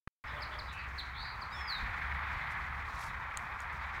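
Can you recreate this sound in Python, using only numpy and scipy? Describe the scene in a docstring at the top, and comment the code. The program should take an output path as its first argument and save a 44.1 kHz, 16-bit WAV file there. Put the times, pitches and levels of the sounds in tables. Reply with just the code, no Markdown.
"""A roofed sand paddock, microphone at the rail. Close by, a small bird sings falling chirps, a buzz,
then a note from both sides of its syrinx that ends in a falling whistle; the roof throws it back.
A horse walks about: a dull hoof thump, swishes and scuffs of sand, small ticks of grit.
Farther out, birds answer from the trees; distant traffic adds tyre roar and a low engine drone.
The sound blips on for an instant, then cuts in for good about a quarter of a second in."""
import sys
import numpy as np
from scipy import signal
from scipy.fft import rfft, irfft
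from scipy.io import wavfile
from scipy.ndimage import uniform_filter1d

SR = 44100
rng = np.random.default_rng(int(sys.argv[2]) if len(sys.argv) > 2 else 0)


def to_wav(s):
    """Save 16-bit WAV."""
    ch = np.atleast_2d(s).T  # columns
    pcm = np.round(np.clip(ch, -1, 1) * 32767)  # PCM
    wavfile.write(sys.argv[1], SR, pcm.astype(np.int16))


N = 176400
T = np.arange(N) / SR

# near chirps: (start [s], length [s], from [Hz], to [Hz], level [dB], trill depth [Hz])
CHIRPS = [(0.418, 0.027, 5420, 3570, -44.5, 90), (0.585, 0.023, 5460, 3450, -44.5, 90),
          (0.978, 0.0346, 4520, 3654, -40.5, 290), (0.995, 0.02, 3995, 2850, -50, 20),
          (1.412, .029, 5070, 3820, -48, 49)]
# near buzz: (time [s], centre pitch [Hz], level [dB])
BUZZ = [(1.135, 3550, -64), (1.165, 3800, -52), (1.2, 4150, -47), (1.24, 4330, -51.5), (1.3, 4300, -53),
        (1.335, 4200, -59)]
# the whistle's two voices: (time [s], pitch [Hz], level [dB])
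UPPER_VOICE = [(1.505, 4620, -67), (1.55, 5290, -53.5), (1.58, 5412, -63), (1.612, 5320, -52),
               (1.664, 5064, -63), (1.678, 5030, -48), (1.698, 4480, -40.5), (1.728, 4050, -41),
               (1.742, 3860, -46), (1.775, 3730, -46.5), (1.8, 3530, -58)]
LOWER_VOICE = [(1.51, 3901, -69), (1.53, 3790, -57), (1.57, 3410, -55.5), (1.61, 3330, -57.5),
               (1.63, 3330, -67), (1.69, 3280, -65)]

# hoof on soft ground: (mode [Hz], relative level [dB], T60 [s])
HOOF_MODES = [(53, 3.5, 0.1), (95, -6, 0.076), (184, -5, .06)]
# swishes and scuffs in the sand: (peak time [s], rise [s], fall [s], level [dB])
SCUFFS = [(.735, .008, .015, -60.5), (2.51, 0.011, 0.022, -61), (3.025, 0.039, .03, -53.5),
          (3.07, 0.019, .02, -59.5), (3.42, .02, 0.039, -67), (3.62, 0.025, 0.019, -62),
          (3.724, 0.0029, 0.015, -64)]
# grit ticks: (time [s], level [dB])
TICKS = [(.729, -49), (3.373, -26), (3.6045, -41)]
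# tone of sand and grit: (frequency [Hz], relative level [dB])
SCUFF_SPECTRUM = [(800, -30), (3000, -2.5), (5500, 0), (8000, -6), (11000, -9), (13000, -13), (16000, -23)]
TICK_SPECTRUM = [(500, -24), (2000, -7), (4500, -5.5), (5600, -16), (6850, 3), (7450, -3), (8350, 1),
                 (9200, -9), (9900, -6), (11300, -10), (12700, -15), (15000, -15)]

# calls from the trees: (start [s], length [s], from [Hz], to [Hz], level [dB])
FAR_CALLS = [(0.264, 0.02, 5220, 4560, -59), (0.269, 0.044, 3800, 3410, -54.5),
             (0.338, 0.014, 5200, 4600, -64), (0.344, 0.039, 3410, 3070, -52),
             (0.397, 0.015, 4250, 5100, -51), (0.498, 0.053, 3180, 3450, -50.5),
             (0.523, 0.018, 4260, 4770, -60), (0.635, .04, 4800, 4560, -60.5),
             (0.671, 0.034, 3860, 3540, -51), (0.688, 0.18, 2433, 2634, -50),
             (0.781, .022, 4660, 3970, -53.5), (1.033, 0.051, 3970, 3680, -67),
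             (2.322, .025, 4620, 3980, -58), (2.4, 0.035, 4170, 3600, -57), (2.87, 0.036, 4330, 4030, -60),
             (2.949, 0.03, 4194, 3630, -60), (3.07, 0.042, 4340, 2996, -58.5),
             (3.795, .02, 4700, 4330, -62), (3.819, 0.037, 3700, 3510, -59)]
# far hoot in two parts: (start [s], length [s], pitch [Hz], peak level [dB])
HOOTS = [(0.296, 0.15, 585, -53), (0.473, 0.19, 600, -55.5)]

# swell of the distant road in three bands: (time [s], relative level [dB])
ROAD_BODY = [(0.26, -65), (0.38, -53.5), (0.88, -66), (1.98, -63.5), (2.78, -66.5), (3.74, -60.5),
             (3.89, -76), (4.0, -57)]
TYRE_LOW = [(.26, -48), (.4, -46.5), (.62, -47), (.69, -51), (.77, -49), (1.0, -51.5), (1.25, -48),
            (1.48, -47.5), (1.75, -45), (2.1, -44), (2.45, -44.5), (2.65, -46), (2.9, -45.5), (3.4, -45.5),
            (4.0, -46)]
TYRE_HIGH = [(.26, -47.5), (.55, -48), (.68, -51), (.77, -48), (1.05, -48.5), (1.3, -47.5), (1.5, -49.5),
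             (1.6, -45), (2.0, -41), (2.3, -40.5), (2.65, -43), (3.0, -47.5), (3.3, -46), (3.55, -46),
             (4.0, -45)]
# tone of those bands: (frequency [Hz], relative level [dB])
ROAD_BODY_SPECTRUM = [(150, -21), (280, -0.5), (400, 0), (600, 2.5), (750, -4), (1100, -30.5)]
TYRE_LOW_SPECTRUM = [(300, -36), (450, -23), (600, -18.5), (720, -10), (850, -4.5), (1100, -0.5),
                     (1350, -3), (1600, -11), (2000, -38), (3000, -55)]
TYRE_HIGH_SPECTRUM = [(900, -41.5), (1350, -5.5), (1600, 0), (1850, 1), (2250, -2.5), (2500, -7.5),
                      (2800, -18), (3600, -19.5), (4800, -30), (6000, -42.5), (9000, -61)]
# distant engine: (time [s], firing rate [Hz], level [dB])
ENGINE = [(0.25, 64.35, -51), (0.55, 61.8, -50), (0.85, 64.7, -49.5), (1.2, 65.5, -49), (1.42, 66.66, -58),
          (1.6, 66.85, -45.5), (1.85, 68.6, -67), (2.05, 68.7, -45), (2.4, 70.3, -55), (2.75, 70.95, -50),
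          (3.3, 73, -51), (3.45, 72.05, -61), (3.6, 73, -54), (4.0, 73.8, -50.5)]

# wind and road rumble: (time [s], relative level [dB])
RUMBLE = [(0.26, -55), (0.54, -56), (1.53, -55), (1.72, -58.5), (1.85, -52), (3.35, -55.5), (4.0, -56.5)]
# tone of the rumble and the hiss: (frequency [Hz], relative level [dB])
RUMBLE_SPECTRUM = [(10, -12), (22, -10.5), (40, -0.5), (55, 4), (95, -1), (130, -5), (190, -12), (250, -18),
                   (330, -26.5), (600, -34), (1500, -49.5)]
HISS_SPECTRUM = [(300, 17.5), (2500, 9.5), (4500, 8), (6000, 6), (8000, 0), (10000, -8.5), (12500, -9.5),
                 (16000, -6)]
# when the microphone's signal comes through: (start [s], end [s])
LIVE_SPANS = [(.0743, .0785), (.2395, 4.1)]


def near_bird(roof_delay_s=.0245, yard_db=-8.5):
    """Close to the microphone: the song with a trace of hiss, its roof echo and a soft tail."""
    chirps = sum(glide(*row) for row in CHIRPS)
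    long_notes = buzz() + whistle()
    roof_echo = delayed(from_db(-9) * chirps + from_db(-11) * long_notes, roof_delay_s)
    song = chirps + long_notes
    song += from_db(-23) * uniform_filter1d(abs(song), size=600) * rng.standard_normal(N)  # hiss
    return song + roof_echo + from_db(yard_db) * scatter(song, t60=.5)


def buzz(rate_hz=100, depth_hz=404, direct_share=.4):
    """A note swept fast and unevenly up and down, pulsing with each sweep; partly smeared by foliage."""
    hz, gain = note(BUZZ)
    sweep = phase_of(rate_hz * (1 + .07 * drift(60)))
    pitch = hz + depth_hz * np.sin(sweep) + 100 * drift(250)
    direct = gain * (1 + .28 * np.cos(sweep)) * np.sin(phase_of(pitch))
    return np.sqrt(direct_share) * direct + np.sqrt(1 - direct_share) * scatter(direct, t60=.06)


def whistle(flutter_db=1.5):
    """Both sides of the syrinx sound at once and mix; a close reflection beats against the upper one."""
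    high_hz, high_gain = note(UPPER_VOICE)
    low_hz, low_gain = note(LOWER_VOICE)
    high_phase = phase_of(high_hz + 20 * drift(89))
    low_phase = phase_of(low_hz + 30 * drift(93))
    octave = from_db(-19) * np.sin(2 * low_phase)
    sum_tone = from_db(-25) * np.sin(high_phase + low_phase)
    upper = from_db(flutter_db * drift(50)) * high_gain * np.sin(high_phase)
    lower = from_db(flutter_db * drift(50)) * low_gain * (np.sin(low_phase) + octave + sum_tone)
    return upper + lower + from_db(-16) * delayed(upper, .017)


def glide(start, length, from_hz, to_hz, db, depth_hz=0, rasp_hz=0, trill_hz=243):
    """One chirp, near or far: a short sweep, trilled or rasping, with a weak octave."""
    t = np.arange(int(length * SR)) / SR
    rasp = rasp_hz * rms_one(uniform_filter1d(rng.standard_normal(SR // 2), size=50))[:len(t)]
    trill = depth_hz * np.sin(2 * np.pi * trill_hz * t)
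    phase = phase_of(from_hz + (to_hz - from_hz) * t / length + trill + rasp)
    envelope = np.sqrt(2) * from_db(db) * np.sin(np.pi * t / length)
    call = envelope * (np.sin(phase) + from_db(-32) * np.sin(2 * phase))
    return np.pad(call, (int(start * SR), N))[:N]


def horse(step_s=1.826, step_db=-31.5, contact_s=.0044):
    """On the paddock sand: one heavy footfall, grainy scuffs and sharp ticks of grit."""
    thump = sum(from_db(step_db + db) * decay(step_s, t60 / np.log(1000))
                * np.sin(2 * np.pi * hz * (T - step_s)) for hz, db, t60 in HOOF_MODES)
    thump *= 1 - decay(step_s, contact_s)
    strokes = sum(from_db(db) * np.exp(-np.minimum(np.maximum((s - T) / rise, (T - s) / fall), 20))
                  for s, rise, fall, db in SCUFFS)
    sand = strokes * noise(SCUFF_SPECTRUM, flutter_db=2, rate=68)
    snaps = sum(from_db(db) * (decay(s, .00049) + from_db(-34.5) * decay(s, .025)) for s, db in TICKS)
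    grit = colour(snaps * rng.standard_normal(N), TICK_SPECTRUM)
    return thump + sand + grit


def far_birds(twitters=27, twitters_per_s=30):
    """Well off the microphone: rasping calls and early twitter smeared by trees, and a faint hoot."""
    hoots = sum(from_db(db) * arch(s, length) * np.sin(phase_of(hz + 14 * drift(26)))
                for s, length, hz, db in HOOTS)
    calls = sum(glide(*row, rasp_hz=247) for row in FAR_CALLS)
    twitter = sum(glide((k + late) / twitters_per_s, .025, 2600 + 2800 * head, 2600 + 2200 * tail, db=-64)
                  for k, (late, head, tail) in enumerate(rng.random((twitters, 3))))
    return hoots + scatter(calls + twitter, t60=.21)


def traffic():
    """Far off, tyre roar swells and brightens over the slowly rising drone of an engine."""
    low = swell(TYRE_LOW, gain_db=.5) * noise(TYRE_LOW_SPECTRUM, flutter_db=1, rate=41)
    high = swell(TYRE_HIGH) * noise(TYRE_HIGH_SPECTRUM, flutter_db=1.63, rate=48)
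    body = swell(ROAD_BODY, gain_db=-4) * noise(ROAD_BODY_SPECTRUM, flutter_db=2.4, rate=18)
    hz, db = in_time(ENGINE)
    drone = np.sqrt(2) * from_db(db + 1.5 * drift(6.6)) * np.sin(phase_of(hz + .72 * drift(3.7)))
    return low + high + body + drone


def air(hiss_db=-65.5):
    """Behind everything: low wind and road rumble, and a faint hiss."""
    rumble = swell(RUMBLE, gain_db=5) * noise(RUMBLE_SPECTRUM, flutter_db=1.4, rate=29)
    return rumble + from_db(hiss_db) * noise(HISS_SPECTRUM, flutter_db=3, rate=13)


def scatter(x, t60):
    """Diffuse reflections from trees and fences."""
    t = T[:SR]
    tail = rng.standard_normal(SR) * from_db(-60 * t / t60) * (1 - np.exp(-t / .0031))
    return signal.fftconvolve(x, tail / np.sqrt(np.sum(tail ** 2)))[:N]


def from_db(db):
    return 10 ** (np.asarray(db) / 20)


def rms_one(x):
    return x / np.sqrt(np.mean(x ** 2) + 1e-20)


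def phase_of(hz):
    return 2 * np.pi * np.cumsum(hz) / SR


def delayed(x, seconds):
    return np.interp(T - seconds, T, x)


def in_time(rows):
    """The columns of a curve at every sample."""
    times, *columns = np.transpose(rows)
    return [np.interp(T, times, column) for column in columns]


def swell(rows, gain_db=0):
    """Amplitude that follows a level curve."""
    return from_db(in_time(rows)[0] + gain_db)


def note(rows):
    """Pitch and amplitude of a sung note, faded at both ends."""
    hz, db = in_time(rows)
    fade = np.clip(np.minimum(T - rows[0][0], rows[-1][0] - T) / .004 + 1, 0, 1)
    return hz, np.sqrt(2) * from_db(db) * fade


def arch(start, length):
    """A smooth rise and fall."""
    return np.sin(np.pi * np.clip((T - start) / length, 0, 1))


def decay(start, seconds):
    """A sudden start that dies away."""
    return (T >= start) * np.exp(-np.clip((T - start) / seconds, 0, 50))


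def drift(rate):
    """Random wander with spread 1, mostly slower than rate [Hz]."""
    pole = np.exp(-80 * np.pi * rate / SR)
    slow = signal.lfilter([1], [1, -2 * pole, pole * pole], rng.standard_normal(N // 40 + 2002))[2000:]
    return np.interp(np.arange(N) / 40, np.arange(len(slow)), rms_one(slow))


def colour(x, spectrum):
    """Give a signal a spectrum, keeping the power of white noise."""
    hz, db = np.transpose(spectrum)
    gain = from_db(np.interp(np.log(np.arange(N // 2 + 1) * SR / N + 1), np.log(hz), db))
    return irfft(rfft(x) * rms_one(gain), N)


def noise(spectrum, flutter_db, rate):
    """Coloured noise whose level flutters."""
    return colour(rng.standard_normal(N), spectrum) * from_db(flutter_db * drift(rate))


def scene():
    """Everything as it reaches one microphone at the paddock rail."""
    return (near_bird() + horse() + far_birds() + traffic() + air())[None]


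def record(dry, blip_db=4.5, floor_db=-99, cutoff_hz=15900):
    """The sound blips on for an instant, cuts in for good a little later, and loses its top."""
    blip, running = [(T >= start) & (T < end) for start, end in LIVE_SPANS]
    heard = dry * (from_db(blip_db) * blip + running) + from_db(floor_db) * rng.standard_normal(N)
    return signal.sosfilt(signal.ellip(10, .1, 70, cutoff_hz, fs=SR, output="sos"), heard)


dry = scene()
out = record(dry)
to_wav(out)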